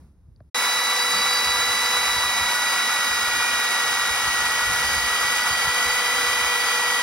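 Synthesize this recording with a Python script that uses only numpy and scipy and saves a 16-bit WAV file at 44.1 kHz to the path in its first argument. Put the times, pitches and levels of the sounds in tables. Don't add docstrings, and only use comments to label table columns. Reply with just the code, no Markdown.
import sys
import numpy as np
from scipy import signal
from scipy.fft import rfft, irfft
from scipy.io import wavfile

SR = 44100
rng = np.random.default_rng(int(sys.argv[2]) if len(sys.argv) > 2 else 0)


def to_wav(s):
    ch = np.atleast_2d(s).T
    pcm = np.round(np.clip(ch, -1, 1) * 32767)
    wavfile.write(sys.argv[1], SR, pcm.astype(np.int16))


N = 309582
T = np.arange(N) / SR
FREQ = np.maximum(np.fft.rfftfreq(N, 1 / SR), 1)
SIDES = np.array([[1], [-1]])
CUT_S = .5448


def router():
    # t/s, f/Hz
    speed = [(.55, 489.2), (1.25, 489.6), (1.5, 490.3), (1.92, 490.4), (2.08, 489), (2.2, 486.5),
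             (2.45, 484.9), (2.62, 485.1), (3.0, 483.3), (3.2, 481.2), (3.5, 479.7), (3.78, 481),
             (3.98, 479.7), (4.5, 480.5), (4.8, 482.6), (5.07, 482.3), (5.3, 485), (5.6, 484.2),
             (5.92, 488), (6.27, 488), (6.9, 483.7)]
    # level running free at the start/dB, change at full load/dB,
    # growth along the cut/(dB per s)
    whine_rule = (-30.5, 1, 0.43)
    ball_rule = (-38.7, -5.5, .95)
    free_hz, loaded_hz = 491, 480
    shaft_hz, = curves(speed)
    load = np.clip((free_hz - shaft_hz) / (free_hz - loaded_hz), 0, 1)
    turns = np.cumsum(shaft_hz + 0.35 * walk(15.3)) / SR
    tones = motor(turns, load, loaded(whine_rule, load))
    tones = tones + bearing(turns, loaded(ball_rule, load))
    return ports(tones) + harmonics(turns, load) + shrill(shaft_hz) + rush(turns, load)


def motor(turns, load, whine_db):
    # t/s, level/dB
    octave_level = [(.55, -29.3), (1.25, -27), (2.2, -29), (2.55, -33), (2.9, -31.5), (3.3, -35.5),
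                    (3.8, -33.5), (4.5, -39.5), (5.7, -38.5), (6.2, -35.5), (6.8, -40)]
    # t/s, level/dB
    hum_level = [(.55, -45.7), (1.55, -43.2), (2.0, -46), (2.3, -51.5), (3.6, -51), (5.6, -46.7),
                 (5.9, -43.2), (6.5, -41.2), (7, -43.7)]
    # t/s, level/dB
    flute_level = [(.55, -37.5), (1.6, -40), (2.1, -38), (2.6, -37.5), (3.2, -45.5), (4.6, -46), (5.9, -43),
                   (6.8, -38.5)]
    # t/s, level relative to bite_base_db/dB
    bite_level = [(.55, -59), (2.3, -45), (2.55, -35.5), (3.0, -32.5), (4.2, -36), (4.8, -33.5), (5.1, -40),
                  (5.5, -34.5), (7, -42)]
    # t/s, level and level of the octave, both relative to rasp_base_db/dB
    rasp_levels = [(.55, -44, -54), (2.25, -44, -52), (2.65, -38.5, -39), (3.0, -42, -41),
                   (3.4, -35.5, -40), (3.75, -42, -47), (4.4, -47, -53), (4.75, -44, -43), (6.05, -44, -47),
                   (6.5, -38, -45), (6.8, -40, -42), (7, -42, -45)]
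    bite_base_db, rasp_base_db = -.7, -1.5
    whine = tone(4 * turns, whine_db, waver_db=.5, rough=.1)
    octave = tone(8 * turns, curves(octave_level)[0], waver_db=.4, rough=.12 + .18 * load)
    hum = tone(turns, curves(hum_level)[0], waver_db=1.0, rough=.25)
    flutes = tone(2 * turns, curves(flute_level)[0], waver_db=.8, rough=.4)
    bite = tone(3 * turns, bite_base_db + curves(bite_level)[0], waver_db=-1.5, rough=0.34)
    rasp = sum(tone(k * turns, rasp_base_db + db, waver_db=1.2, rough=.4)
               for k, db in zip((5, 10), curves(rasp_levels)))
    return whine + octave + hum + flutes + bite + rasp


def harmonics(turns, load):
    orders = [(6, -46.5, 9.5, -8.5, -2), (7, -43, 2, -7, -1.5), (9, -51.5, 10, -1, 2.5),
              (11, -52, 0, -2, 2.5), (14, -61, 0, -2, 2.8), (16, -57, 1, -5, -5.5)]
    total = 0
    for k, db, load_db, late_db, lead in orders:
        port_turns = round(k) * turns + SIDES * lead / (4 * np.pi)
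        level_db = db + load_db * load + slide(0, late_db)
        total = total + tone(port_turns, level_db, waver_db=1.0, rough=0.22)
    return total


def bearing(turns, ball_db):
    ball_orders = (4.098, 4.9, 5.1)
    order_levels = (1, -19, -23)
    slip_hz = 1.8
    slip = np.cumsum(slip_hz * walk(13.2)) / SR
    return sum(tone(k * turns + slip, ball_db + db, waver_db=1.0, rough=.15)
               for k, db in zip(ball_orders, order_levels))


def rush(turns, load, chop=0.082, chip_db=-10, chip_rate=4000, flutter_db=0.46):
    # f/Hz, density/(dB per Hz)
    air_colour = [(30, -40), (70, -24), (130, -15.5), (200, -17.3), (400, -11.6), (620, -6.2), (900, .8),
                  (1400, -9.2), (2000, -5.1), (3700, -6.4), (5000, -4.5), (7000, -6.4), (7550, -3),
                  (8100, -6.8), (9700, -12.1), (11300, -9.9), (15500, -18.3)]
    # f/Hz, width/Hz, lift early in the cut/dB, lift late/dB
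    housing = [(234, 73, 6.3, 6.4), (530, 50, 2.5, 2.5), (650, 70, -1.8, -1.8), (770, 38, 1.4, 1.1),
               (1000, 90, 1.2, 1.2), (1156, 119, 8.5, 7.6), (1374, 207, 14.6, 15.8), (1670, 240, 7, 6.3),
               (2098, 97, -5.4, -7.2), (2231, 167, 9.6, 8.9), (2410, 90, -1.5, 5), (2703, 188, 2.5, -1.5),
               (3009, 362, 6.5, 9), (3290, 150, -5.2, 1.2), (3547, 130, -4, 2.8), (3871, 274, 6.4, .6),
               (4081, 245, -4.4, -2.8), (4343, 112, -1.5, -5.1), (4848, 285, 2.4, 1.3), (5239, 120, -3, -1),
               (5423, 334, 3.3, -2.8), (5650, 200, 1.2, 2.2), (6302, 155, 2.3, 2.6), (6663, 303, 3.2, 3),
               (8888, 432, 3.9, 2.4)]
    # delay/s, level/dB
    reflections = [(.0024, -26), (.0041, -24), (.0082, -25), (.0112, -28)]
    # t/s, f/Hz, level/dB
    opening = [(2.9, 2900, -52), (3.6, 2950, -43), (4.4, 3040, -39), (5.6, 3100, -35.5), (7, 3150, -36.5)]
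    level_db = -23.5 - 0.15 * load
    treble_db = 1.25 - 1.1 * load
    air = rng.standard_normal((2, N))
    chips = (rng.random((2, N)) < chip_rate / SR) * rng.standard_normal((2, N))
    pulse = 1 + chop * np.sin(2 * np.pi * turns)
    drive = (air + undb(chip_db) * unit(chips)) * pulse * undb(flutter_db * walk(26))
    echoes = 1 + sum(undb(db) * np.exp(-2j * np.pi * FREQ * s) for s, db in reflections)
    lifts = sum(np.outer(dbs, abs(resonance(hz, width)) ** 2) for hz, width, *dbs in housing)
    early, late = (unit(shape(drive, undb(colour(air_colour) + lift) * echoes)) for lift in lifts)
    sound = slide(early, late)
    growl = shape(sound, abs(resonance(1150, 700)) ** 2) * .13 * walk(60)
    puff_db = treble_db + .6 * walk(30) + .35 * np.sin(2 * np.pi * turns)
    spray = shape(sound, 1 / (1 + (8500 / FREQ) ** 6)) * (undb(puff_db) - 1)
    hollow_hz, hollow_db = curves(opening)
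    hollow = np.array([ring(hollow_hz, width_hz=110) for _ in range(2)]) * undb(hollow_db)
    return ports(*((sound + growl + spray) * undb(level_db) + hollow))


def shrill(shaft_hz, drift_hz=6, flutter_hz=22, late_pan_db=-10):
    # t/s, level/dB, multiple of shaft speed, steadiness/0-1
    shrill_course = [(.55, -42, 9.65, 0), (.95, -36, 9.63, .2), (1.3, -33, 9.635, .3),
                     (1.65, -33, 9.64, .4), (1.95, -41, 9.64, .1), (2.25, -39, 9.64, .2),
                     (2.6, -45, 9.65, 0), (3.7, -52, 9.65, 0), (4.9, -43, 9.68, .3),
                     (5.35, -38.5, 9.69, .8), (5.9, -36, 9.7, .8), (6.2, -40.5, 9.71, .6),
                     (6.65, -38, 9.71, .8), (7, -40.5, 9.71, .7)]
    # multiple of shaft speed, level/dB, width/Hz
    upper_shrill = (13.76, -45, 30)
    db, order, steady = curves(shrill_course)
    hz = order * shaft_hz + drift_hz * walk(3.01)
    line = tone(np.cumsum(hz) / SR, 0, waver_db=1.2, rough=.3)
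    lower = np.sqrt(steady) * line + np.sqrt(1 - steady) * ring(hz, flutter_hz)
    pan = undb(SIDES * slide(0, late_pan_db) / 2)
    pan = pan / np.sqrt(np.mean(pan ** 2, axis=0))
    upper_order, upper_db, upper_width_hz = upper_shrill
    upper = ring(upper_order * shaft_hz, upper_width_hz) * undb(upper_db)
    return ports(lower * undb(db)) * pan + ports(upper)


def scuff():
    rub = (1.2, .075, -46, 180, 80)
    s, length, db, hz, width = rub
    return ring(hz, width_hz=width) * undb(db) * np.exp(-((T - s) / length) ** 2)


def breeze(flurry_db=-6):
    # f/Hz, density/(dB per Hz)
    wind_colour = [(20, -26), (40, -3.5), (68, 2.5), (100, -4), (160, -14), (300, -36), (800, -45),
                   (3000, -78)]
    gust = gusts()
    mid, side = (unit(shape(n, undb(colour(wind_colour)))) for n in rng.standard_normal((2, N)))
    flurry_gain = undb(flurry_db) * np.sqrt(gust / gust.max()) * (T > CUT_S)
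    flurry = ring(140, width_hz=48) * flurry_gain
    return (mid + flurry + 0.18 * side * SIDES) * gust


def gusts():
    # t/s, level relative to base_db/dB
    steady_level = [(0.56, -77), (1.3, -60), (2.1, -50), (2.82, -61), (3.29, -51), (3.81, -59.5),
                    (4.92, -44.5), (5.28, -56), (6.34, -52), (7.0, -60)]
    # t/s at the peak, level/dB, length/s
    buffet_list = [(0.285, -44, 0.026), (0.372, -46, 0.03), (1.483, -40.5, 0.03), (1.557, -48, 0.03),
                   (2.008, -47, 0.036), (2.093, -51, 0.029), (2.174, -41, 0.035), (2.259, -45, 0.036),
                   (2.435, -42.5, 0.05), (3.13, -49, 0.05), (3.383, -49, 0.046), (4.113, -47, 0.03),
                   (4.277, -41, 0.055), (4.432, -47, 0.041), (4.7, -37, 0.041), (4.806, -50, 0.045),
                   (4.977, -40, 0.036), (5.052, -45, 0.045), (5.27, -44, 0.05), (5.527, -41.5, 0.04),
                   (5.68, -39, 0.033), (5.877, -43, 0.047), (6.424, -48, 0.037)]
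    before_db, base_db, waver_db = -52.5, -0.5, 2
    steady_db = np.where(T < CUT_S, before_db, base_db + curves(steady_level)[0])
    buffets = sum(undb(db) * np.exp(-2 * ((T - s) / length) ** 2) for s, db, length in buffet_list)
    return np.hypot(undb(steady_db + waver_db * walk(5.1)), buffets)


def hush():
    # f/Hz, density/(dB per Hz)
    air_colour = [(88, -28), (150, -2), (300, -13), (649, -26), (1050, -26.5), (2400, -39), (5610, -40),
                  (11200, -40), (15000, -50)]
    # t/s, peak level/dB, ring f/Hz, width of each resonance pass/Hz, decay of the contact/s
    contacts = [(.361, -55, 4500, 1150, .0011), (.404, -48, 1200, 1100, .0012),
                (.404, -64, 4400, 1400, .0015), (.405, -44, 600, 260, .002), (.408, -41, 110, 110, .006)]
    air = unit(shape(rng.standard_normal((2, N)), undb(colour(air_colour))))
    out = ports(*air) * undb(np.interp(T, [0, .15], [-52, -65]))
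    for s, db, hz, width, decay in contacts:
        contact = rng.standard_normal(N) * (T >= s) * np.exp(-abs(T - s) / decay)
        knock = shape(contact, resonance(hz, width) ** 3)
        out = out + undb(db) * knock / abs(knock).max()
    return out


def ports(direct, scattered=None):
    # f/Hz, phase by which left leads/rad, likeness/0-1,
    # left minus right early in the cut/dB, the same late/dB
    port_table = [(100, 0, .98, -.2, -.2), (180, -.1, .98, -.5, -.5), (350, -.25, .92, -1.8, -1.6),
                  (487, -.2, .65, 2.5, 2.8), (600, -.1, .96, -4.6, -4.8), (750, 0, .995, -.5, -.5),
                  (850, 0, .999, 0, 0), (2030, 0, .999, 0, 0), (2150, -.3, .8, -3, 0),
                  (2280, -.4, .93, -3.8, -.8), (2450, -1.1, .58, -4.6, -6.4), (2750, -2.5, .53, -6.3, -4),
                  (2900, -3.1, .65, -5, .5), (3050, -3.2, .88, -1.7, 2.2), (3220, -3.2, .4, 2, 7.5),
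                  (3400, -3.1, .35, 0, 2), (3560, -5.6, .35, -.5, 2.5), (3720, -5.7, .5, -3, -3),
                  (3900, -5.6, .8, -1, -3), (4250, -5.4, .3, -2.6, -2), (4400, -4.6, .3, -2, -3.6),
                  (4700, -5.8, .55, -2.5, -3), (4850, -6, .8, -.5, -1.2), (5250, -6.1, .8, .4, 0),
                  (5750, -5.2, .66, .6, .3), (6300, -4.2, .68, .2, .3), (6750, -3.5, .82, 0, 0),
                  (7000, -3.2, .99, 0, 0), (8150, -3.1, .99, 0, 0), (8900, -1.8, .6, 0, 0),
                  (9800, -.1, .99, 0, 0), (11300, .1, .99, 0, 0), (12100, 1.8, .55, 0, 0),
                  (12800, 3.1, .99, 0, 0), (14400, 3.2, .99, 0, 0), (15700, 6.2, .8, 0, 0)]
    hz, *columns = np.transpose(port_table)
    lead, like, *pans_db = (np.interp(FREQ, hz, c) for c in columns)
    pair = rfft(direct)
    if scattered is not None:
        like = np.clip(like, 0, 1)
        common = pair * np.sqrt((1 + like) / 2)
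        pair = common + SIDES * rfft(scattered) * np.sqrt((1 - like) / 2)
    pair = pair * np.exp(.5j * SIDES * lead)
    return slide(*(irfft(pair * undb(SIDES * pan_db / 2), N) for pan_db in pans_db))


def tone(turns, db, waver_db, rough):
    angle = 2 * np.pi * (turns + rng.random())
    partial = (1 + rough * walk(60)) * np.sin(angle) + rough * walk(56) * np.cos(angle)
    return np.sqrt(2) * undb(db + waver_db * walk(4.1)) * partial


def ring(hz, width_hz):
    angle = 2 * np.pi * np.cumsum(hz * np.ones(N)) / SR
    low_pass = 1 / (1 + (FREQ / width_hz) ** 2)
    a, b = (unit(shape(n, low_pass)) for n in rng.standard_normal((2, N)))
    return a * np.sin(angle) + b * np.cos(angle)


def loaded(rule, load):
    free_db, load_db, db_per_s = rule
    return free_db + load_db * load + db_per_s * (T - CUT_S)


def slide(early, late):
    # start t/s, end t/s
    slide_times = (1, 6)
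    return early + (late - early) * np.interp(T, slide_times, [0, 1])


def walk(rate):
    return unit(shape(rng.standard_normal(N), np.exp(-(FREQ / rate) ** 2)))


def resonance(hz, width):
    return 1 / (1 + 1j * (FREQ ** 2 - hz ** 2) / (FREQ * width))


def shape(x, response):
    return irfft(rfft(x) * response, N)


def colour(points):
    hz, db = np.transpose(points)
    return np.interp(np.log(FREQ), np.log(hz), db)


def curves(table):
    s, *columns = np.transpose(table)
    return [np.interp(T, s, c) for c in columns]


def unit(x):
    return x / np.sqrt(np.mean(x ** 2))


def undb(db):
    return 10 ** (np.asarray(db) / 20)


def scene():
    fade_s, fade_length_s, rise_s = .501, 0.011, .002
    before = np.clip((fade_s - T) / fade_length_s, 0, 1)
    after = np.clip((T - CUT_S) / rise_s, 0, 1)
    return before * hush() + after * (router() + scuff()) + (before + after) * breeze()


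def record(dry):
    top_hz = 15750
    return signal.sosfilt(signal.ellip(10, .1, 80, top_hz, fs=SR, output="sos"), dry)


dry = scene()
out = record(dry)
to_wav(out)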